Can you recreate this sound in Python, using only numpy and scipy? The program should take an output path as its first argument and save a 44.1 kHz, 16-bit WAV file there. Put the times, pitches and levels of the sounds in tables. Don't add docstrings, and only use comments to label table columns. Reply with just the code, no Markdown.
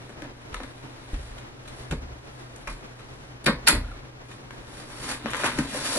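import sys
import numpy as np
from scipy import signal
from scipy.fft import rfft, irfft, next_fast_len
from scipy.io import wavfile

SR = 44100
rng = np.random.default_rng(int(sys.argv[2]) if len(sys.argv) > 2 else 0)


def unload_audio(sound):
    columns = np.transpose(np.atleast_2d(sound))
    steps = np.round(np.clip(columns, -1, 1) * 32767)
    wavfile.write(sys.argv[1], SR, steps.astype(np.int16))


N = 263718

# pitch in Hz, relative level in dB per Hz.
AIR_COLOUR = [(12, -13), (22, 0), (60, -1.5), (88, -7.5), (125, 1), (165, -12), (280, -6), (480, -10.5),
              (880, -15), (1580, -19.5), (2330, -24.5), (6000, -33.5), (10200, -50), (11500, -51),
              (15500, -71)]
# pitch in Hz, side against mid in dB.
AIR_WIDTH = [(60, -51.5), (110, -13), (200, -4), (380, -3.5), (700, 1), (1290, 3), (2380, 6), (4400, 5),
             (8120, 8.5), (15000, 24.5)]
AIR_DB = -46.5
HUM_HZ, HUM_DB = 123.12, -48.5

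# pitch in Hz, time to die by 60 dB in seconds.
ROOM_T60 = [(100, 0.262), (1000, 0.2133), (3000, 0.2164), (12000, 0.158)]
# in mid in dB, in side in dB.
ROOM_TAIL_DB = (-4, 0)
# pitch in Hz, side against mid in dB.
PAIR_WIDTH = [(60, -16.5), (110, -34), (200, -28.5), (380, -18), (700, -6), (1290, -7), (2380, 1.5),
              (4400, 6), (8120, 3), (15000, 8)]
# pitch in Hz, gain in dB.
TREBLE_ROLL_OFF = [(10500, 1.5), (11500, -5.5), (13000, -19.5), (15500, -19)]
CUTOFF_HZ = 15700

# start in seconds, level in dB, pitch struck most in Hz,
# share of the free ringing time (a plain factor).
THUMPS = [(.525, -34.5, 41, 1), (1.132, -22, 40, 0.345), (1.175, -30, 52, 0.6), (1.31, -34.5, 38, 0.3),
          (1.904, -30, 62, 0.76), (1.921, -31, 39.4, 0.92), (2.02, -36, 65, 1.25),
          (2.677, -27.5, 31.7, 0.77), (3.461, -35.5, 48.6, 2.3), (3.73, -24.5, 40.2, 1.37),
          (3.735, -25, 78, 0.966), (5.0, -44, 40, 0.85), (5.58, -32.5, 54.3, 0.51)]
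# pitch in Hz, level in dB, free time to die by 60 dB in seconds.
FLOOR_MODES = [(23.95, -10.5, 0.41), (39.96, 0, 0.487), (56.5, -2, 0.4), (66.34, 0.5, 0.52),
               (102.6, 0.5, 0.537)]
# start in seconds, level in dB, pitch struck most in Hz,
# share of the free ringing time (a plain factor).
LEAF_THUDS = [(3.466, -20, 197.4, 0.893), (3.685, -29, 259, 1.2)]
# pitch in Hz, level in dB, free time to die by 60 dB in seconds.
LEAF_MODES = [(161.7, -2, 0.176), (217.4, -0.5, 0.171), (245.7, -8, 0.417), (283.7, -10, 0.46)]
# start in seconds, level in dB, pitch struck most in Hz,
# share of the free ringing time (a plain factor).
BOX_THUDS = [(.222, -36.5, 312, 1.82), (1.13, -35, 299, 1.11), (1.91, -28.5, 148.4, 2),
             (1.925, -31, 227, 1.14), (5.247, -25.5, 239, 1.2), (5.44, -34, 525, 0.92),
             (5.593, -20.5, 175.2, 0.47), (5.589, -24, 274, 0.935), (5.725, -32.5, 228, 1.3),
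             (5.74, -31, 480, 1.4), (5.95, -33, 250, 1.9), (5.962, -30, 520, 0.89)]
# pitch in Hz, level in dB, free time to die by 60 dB in seconds.
BOX_AIR_MODES = [(156.13, -1.5, 0.179), (226.77, -2, 0.146), (284.1, -2, 0.1034), (512.2, -1.5, .09),
                 (604.4, 1, 0.088)]
THUMP_RISE_S, THUD_RISE_S, LEAF_RISE_S = 0.0122, 0.00413, 0.00945
MODE_FOCUS_DB = 40.5

# start in seconds, level in dB, pitch in Hz.
SQUEAKS = [(3.844, -42, 1400), (3.883, -45, 1450), (3.915, -39.5, 1370)]
SQUEAK_T60_S, SQUEAK_RISE_S = 0.022, 0.006
# start in seconds, level in dB, leaf body against it
# in dB, latch against it in dB, time to die by 60 dB in seconds, pitch struck most in Hz.
DOOR_HITS = [(3.441, -36, 4, 4.5, 0.0212, 4300), (3.447, -36, 0, -25, 0.0088, 2500),
             (3.459, -20.5, -14.5, -3.5, 0.0355, 4360), (3.463, -12.5, 2, -11, 0.022, 2760),
             (3.471, -9, -1, -24.5, 0.023, 1440), (3.478, -15, 2.5, -30, 0.0944, 885),
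             (3.662, -27.5, -31.5, -16, 0.126, 4000), (3.668, -13, -35, -4.5, 0.0515, 3300),
             (3.673, -8, -31, -11, 0.0345, 2180), (3.682, -12, -7.5, 8, 0.0204, 3000),
             (3.688, -13.5, -1, -12.5, 0.067, 1500), (3.722, -22.5, 9, -20, 0.05, 1400),
             (3.738, -27.5, 5.5, -7.5, 0.206, 1420)]
# pitch in Hz, least width in Hz, level in dB.
DOOR_BODY = [(163, 57, -2), (216.3, 94.4, 3), (320.4, 379, -2.5)]
# pitch in Hz, least width in Hz, level in dB.
DOOR_PANEL = [(540, 100, 3.5), (914, 220, 1), (1380, 297, 3), (2001, 428, 0), (2640, 570, -4),
              (4520, 940, -6)]
# pitch in Hz, least width in Hz, level in dB.
LATCH = [(7000, 2100, -7), (9900, 1800, 0), (13600, 2900, -0.5)]
DOOR_RISE_S, DOOR_SNAP_DB, DOOR_LEFT_DB = 0.003, 3.5, 1.5

# time in seconds, level in dB,
# crackle against it in dB.
RUBBING = [(0.0, -50, -12), (.3, -59.5, -11.5), (.55, -53, -9), (.9, -54, -10.5), (1.25, -50, -8),
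           (1.55, -60, -11.5), (1.8, -51.5, -5), (2.06, -65, -8.5), (2.3, -58.5, -6.5), (2.72, -54, -9.5),
           (2.9, -57, -10), (3.2, -57.5, -6.5), (3.4, -59.5, -12), (3.9, -50.5, -14.5), (4.18, -62, -12),
           (4.65, -55.5, -7), (4.95, -52, -5), (5.22, -46, -15), (5.68, -41.5, -7), (5.82, -40.5, -1.5),
           (5.98, -36, 2)]
RUB_BODY_DB = -2.0
# time of the peak in seconds, level in dB, hollow body
# against it in dB, crackle against it in dB, seconds to swell by 20 dB, pitch rubbed most in Hz.
STROKES = [(2.699, -44.5, 2, -6, 0.0075, 1200), (4.321, -49, 0, -6.5, 0.09, 1800),
           (4.8, -46.5, 4, -6, 0.2062, 1510), (5.015, -40.5, -2, -6, 0.1912, 1300),
           (5.051, -38.5, 1.5, -4, 0.0955, 1300), (5.092, -32, -7.5, -5, 0.033, 1400),
           (5.115, -32, -5, -7, 0.0555, 1290), (5.285, -36.5, -8, -31.5, 0.02, 1820),
           (5.32, -38.5, -11.5, -10.5, 0.1044, 2200), (5.355, -33.5, -15, -11, 0.04, 1500),
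           (5.41, -32, -6, -8, 0.0987, 1800), (5.462, -27, -6, -10, 0.0522, 1600),
           (5.505, -35.5, -1, -15, 0.0169, 2000), (5.589, -35, -8.5, -9, 0.055, 1210),
           (5.749, -32.5, -2.5, -7, 0.0383, 730), (5.876, -36.5, -24, -7, 0.34, 2210),
           (5.925, -33, -16.5, -4, 0.19, 1310), (5.972, -29.5, -6, -7, 0.0014, 700)]
STROKE_FADE_S = 0.079
# pitch in Hz, least width in Hz, level in dB.
PLASTIC = [(4518, 1620, 2.5), (11000, 2200, 1)]

# start in seconds, level in dB, hollow body against it in dB,
# crackle against it in dB, time to die by 60 dB in seconds, pitch struck most in Hz.
KNOCKS = [(0.091, -40.5, 8.5, -14, 0.066, 1200), (0.217, -32, 2.5, -20, 0.0426, 800),
          (.24, -35.5, 0.5, -22, 0.081, 700), (0.526, -38, -19, -29.5, 0.032, 1800),
          (0.541, -25.5, -18.5, -16, 0.0308, 1290), (.564, -36, -14, -28, 0.03, 3300),
          (0.599, -30, 2.5, -31.5, 0.052, 700), (.632, -34, -8.5, -20, 0.044, 1300),
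          (1.139, -38.5, -11.5, -16, 0.047, 2400), (1.379, -41, -17, -11.5, 0.061, 2600),
          (1.651, -41, -18, -20, 0.04, 2200), (1.674, -41, -19, -5, 0.068, 3500),
          (1.909, -27.5, -5.5, -10.5, 0.036, 2400), (1.921, -26.5, 9, -21, 0.0457, 800),
          (2.671, -24, -5, -17.5, 0.063, 1280), (2.988, -41.5, -14.5, -15.5, 0.093, 1820),
          (4.31, -40.5, -6, -19, 0.042, 1800), (4.505, -33.5, -16.5, -19, 0.03, 1400),
          (5.258, -27, -16, -30.5, 0.088, 1200), (5.396, -21, -17.5, -21.5, 0.0285, 1200),
          (5.434, -20.5, -0.5, -32, 0.0322, 700), (5.440, -16.5, -12.5, -14.5, 0.0434, 1000),
          (5.453, -20, -11.5, -17.5, 0.084, 1490), (5.478, -27, -3, -29.5, 0.039, 1000),
          (5.584, -19, 2.5, -14.5, 0.0336, 1200), (5.952, -21, -12, -6.5, 0.0285, 790)]
# start in seconds, strength in dB,
# crackle against it in dB, pitch struck most in Hz.
CRACKS = [(.221, -18.5, -8.5, 3000), (0.5441, -16, -7, 3500), (.603, -19, -30, 900),
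          (0.6341, -21, -7, 4000), (1.142, -21, -9.5, 2500), (1.382, -24, -12, 2500),
          (1.678, -26.5, -6, 4000), (2.562, -30.5, 7, 3500), (4.506, -22, -28.5, 1500),
          (5.259, -1, -38.5, 800), (5.306, -22, 3.5, 4000), (5.314, -22, 3, 4000), (5.334, -1.5, -19, 1500),
          (5.340, -6, -22.5, 1500), (5.346, -2, -24, 1300), (5.368, -18.5, 4.5, 4000),
          (5.398, -13, -20, 1400), (5.436, -3, -30.5, 1200), (5.443, -5.5, -6, 1500),
          (5.588, -6, -20, 1200)]
# pitch in Hz, least width in Hz, level in dB.
BOX_BODY = [(148.4, 20, -6), (235.5, 27, -0.5), (305, 283, -4.5)]
# pitch in Hz, least width in Hz, level in dB.
BOX_PANEL = [(505.7, 287, 8.5), (1012.3, 307.6, 7), (1428, 569, 6), (2600, 1200, -0.5), (4039, 720, -2.5)]
# pitch in Hz, least width in Hz, level in dB.
BOX_CRACKLE = [(6170, 1500, 12), (11000, 1200, 7.5)]
KNOCK_RISE_S, KNOCK_SNAP_DB, KNOCK_LEFT_DB = 0.006, 3.5, 2
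PANEL_FOCUS_DB = 3.2


def amp(db):
    return 10 ** (np.asarray(db) / 20)


def rms_one(x):
    return x / np.sqrt(np.mean(x ** 2) + 1e-20)


def at_hz(points, hz):
    table = np.array(points)
    return np.interp(np.log(hz), np.log(table[:, 0]), table[:, 1])


def colour(x, points):
    length = x.shape[-1]
    size = next_fast_len(length + 8192)
    hz = np.maximum(np.arange(size // 2 + 1) * SR / size, 1)
    return irfft(rfft(x, size) * amp(at_hz(points, hz)), size)[..., :length]


def drift(rate_hz):
    r = np.exp(-80 * np.pi * rate_hz / SR)
    noise = rng.standard_normal(N // 40 + 2002)
    slow = signal.lfilter([1], [1, -2 * r, r * r], noise)[2000:]
    return np.interp(np.arange(N) / 40, np.arange(len(slow)), rms_one(slow))


def band_limit(x, order, hz, kind="low"):
    return signal.sosfilt(signal.butter(order, hz, kind, fs=SR, output="sos"), x)


def swell(rise, t60):
    t = np.arange(int(SR * (t60 + 5 * rise))) / SR
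    shape = (1 - np.exp(-t / max(rise, 1e-4))) * amp(-60 * t / max(t60, 1e-3))
    return shape / shape.max()


def add(into, s, piece):
    i = int(s * SR)
    into[..., i:i + piece.shape[-1]] += piece[..., :N - i]


def air():
    mid, side = colour(rng.standard_normal((2, N)), AIR_COLOUR)
    scale = amp(AIR_DB + 1.74 * drift(14.0)) / np.std(mid)
    phase = 2 * np.pi * np.cumsum(HUM_HZ + 3.284 * drift(7.57)) / SR
    hum = amp(HUM_DB + 0.96 * drift(34)) * np.sin(phase)
    return scale * mid + hum, scale * colour(side + 0.12 * mid, AIR_WIDTH)


def room_reply(direct_at, tail_db):
    t = np.arange(SR // 2) / SR
    density = np.minimum((400 + 90000 * t) / SR, 1)
    echoes = rng.standard_normal(len(t)) * (rng.random(len(t)) < density) / np.sqrt(density)
    tail = 0
    for low in 88 * 2. ** np.arange(8):
        octave = band_limit(echoes, 2, [low, min(2 * low, .45 * SR)], "band")
        tail = tail + octave * amp(-60 * t / at_hz(ROOM_T60, np.sqrt(2) * low))
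    tail = tail * np.clip(t / 0.00091, 0, 1)
    reply = amp(tail_db) * tail / np.sqrt(np.sum(tail ** 2))
    reply[direct_at] += 1
    return reply / np.sqrt(np.sum(reply ** 2))


def room(centre, lean):
    mid_reply = room_reply(0, ROOM_TAIL_DB[0])
    side_reply = room_reply(24, ROOM_TAIL_DB[1])
    mid, lean = signal.fftconvolve([centre, lean], [mid_reply], axes=1)[:, :N]
    spread = signal.fftconvolve(centre, side_reply)[:N]
    return mid, lean + colour(spread, PAIR_WIDTH)


def ring_tones(table):
    out = np.zeros(N)
    for s, level_db, hz, t60, rise in table:
        shape = swell(rise, t60)
        t = np.arange(len(shape)) / SR
        add(out, s, -amp(level_db) * shape * np.sin(2 * np.pi * hz * t))
    return out


def struck(events, modes, rise):
    tones = []
    for s, blow_db, centre_hz, share in events:
        for hz, mode_db, t60 in modes:
            loss_db = MODE_FOCUS_DB * np.log2(hz / centre_hz) ** 2
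            tones.append((s, blow_db + mode_db - loss_db, hz, t60 * share, rise))
    return ring_tones(tones)


def low_thumps():
    floor = struck(THUMPS, FLOOR_MODES, THUMP_RISE_S)
    box_air = struck(BOX_THUDS, BOX_AIR_MODES, THUD_RISE_S)
    leaf = struck(LEAF_THUDS, LEAF_MODES, LEAF_RISE_S)
    return floor + box_air + leaf


def door_squeaks():
    tones = [(s, level_db, hz, SQUEAK_T60_S, SQUEAK_RISE_S) for s, level_db, hz in SQUEAKS]
    return ring_tones(tones) * [[1], [0]]


def resonate(x, modes):
    out, power = 0, 0
    forces = np.broadcast_to(x, (len(modes), N))
    for k, ((hz, width, level_db), force) in enumerate(zip(modes, forces)):
        r = np.exp(-np.pi * max(width, hz / 4) / SR)
        sign = (-1) ** k
        b = sign * amp(level_db) * (1 - r * r) / 2 * np.array([1, 0, -1])
        a = [1, -2 * r * np.cos(2 * np.pi * hz / SR), r * r]
        out = out + signal.lfilter(b, a, force + 1e-18)
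        power += amp(2 * level_db) * (1 - r * r) / 2
    return out / np.sqrt(power)


def contacts(per_s, spread_db):
    sizes = amp(spread_db * np.minimum(rng.exponential(1, N), 4)) * rng.choice([-1, 1], N)
    return rms_one(sizes * (rng.random(N) < per_s / SR))


def shares(body_db, bright_db, panel, centre_hz):
    hz, width, level_db = np.transpose(panel)
    lean_db = -PANEL_FOCUS_DB * np.log2(hz / centre_hz) ** 2
    weight = amp(2 * level_db) * np.maximum(width, hz / 4)
    total = np.average(amp(2 * lean_db), weights=weight)
    lean_db = lean_db - 10 * np.log10(total)
    return np.r_[body_db, bright_db, lean_db][:, None]


def ring_object(force, body, panel, bright, edge_hz):
    edge = band_limit(resonate(force[1], bright), 2, edge_hz, "high")
    face = band_limit(resonate(force[2:], panel), 2, 6000)
    hollow = band_limit(resonate(force[0], body), 2, 500)
    return hollow + face + edge


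def blows(table, body, panel, bright, rise, snap_db, left_db, edge_hz, crest_db):
    force = np.zeros((2 + len(panel), N))
    grain = contacts(9000, 4.77)
    for s, level_db, body_db, bright_db, t60, centre_hz in table:
        part_db = level_db - crest_db + shares(body_db, bright_db, panel, centre_hz)
        add(force, s, amp(part_db) * swell(rise, t60))
        grain[int((s + rise / 2) * SR)] = -amp(snap_db)
    x = ring_object(force * grain, body, panel, bright, edge_hz)
    return np.array([x, x * np.tanh(left_db * np.log(10) / 40)])


def door_hits():
    return blows(DOOR_HITS, DOOR_BODY, DOOR_PANEL, LATCH, DOOR_RISE_S, DOOR_SNAP_DB, DOOR_LEFT_DB,
                 edge_hz=3600, crest_db=6.5)


def rustle():
    t = np.arange(N) / SR
    s, level_db, bright_db = np.transpose(RUBBING)
    offsets_db = (RUB_BODY_DB, bright_db, *[0] * len(BOX_PANEL))
    power = amp(2 * np.array([np.interp(t, s, level_db + offset) for offset in offsets_db]))
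    for s, peak_db, body_db, bright_db, swell_s, centre_hz in STROKES:
        stroke_db = peak_db - 20 * np.maximum((s - t) / swell_s, (t - s) / STROKE_FADE_S)
        stroke_power = amp(2 * np.maximum(stroke_db, -200))
        power += amp(2 * shares(body_db, bright_db, BOX_PANEL, centre_hz)) * stroke_power
    clumps = amp(1.2 * drift(25.0))
    force = np.sqrt(power) * clumps * contacts(6000, 2.9)
    x = ring_object(force, BOX_BODY, BOX_PANEL, PLASTIC, edge_hz=1500)
    x = band_limit(x, 8, 11300)
    return np.array([x, 0.11 * x])


def cracks():
    force = np.zeros((2 + len(BOX_PANEL), N))
    for s, level_db, bright_db, centre_hz in CRACKS:
        part_db = level_db + shares(0, bright_db, BOX_PANEL, centre_hz)
        force[1:, int(s * SR)] = amp(part_db)[1:, 0]
    x = ring_object(force, BOX_BODY, BOX_PANEL, BOX_CRACKLE, edge_hz=7300)
    return np.array([x, 0.404 * x])


def box_knocks():
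    return blows(KNOCKS, BOX_BODY, BOX_PANEL, BOX_CRACKLE, KNOCK_RISE_S, KNOCK_SNAP_DB, KNOCK_LEFT_DB,
                 edge_hz=5000, crest_db=5.0)


def scene():
    sources = door_squeaks() + door_hits() + rustle() + cracks() + box_knocks()
    mid, side = room(*sources)
    air_mid, air_side = air()
    mid = colour(mid, TREBLE_ROLL_OFF) + air_mid + low_thumps()
    side = colour(side, TREBLE_ROLL_OFF) + air_side
    return np.array([mid + side, mid - side])


def record(dry):
    treble_cut = signal.cheby2(20, 70, CUTOFF_HZ, fs=SR, output="sos")
    return signal.sosfilt(treble_cut, np.clip(dry, -1, 1))


dry = scene()
out = record(dry)
unload_audio(out)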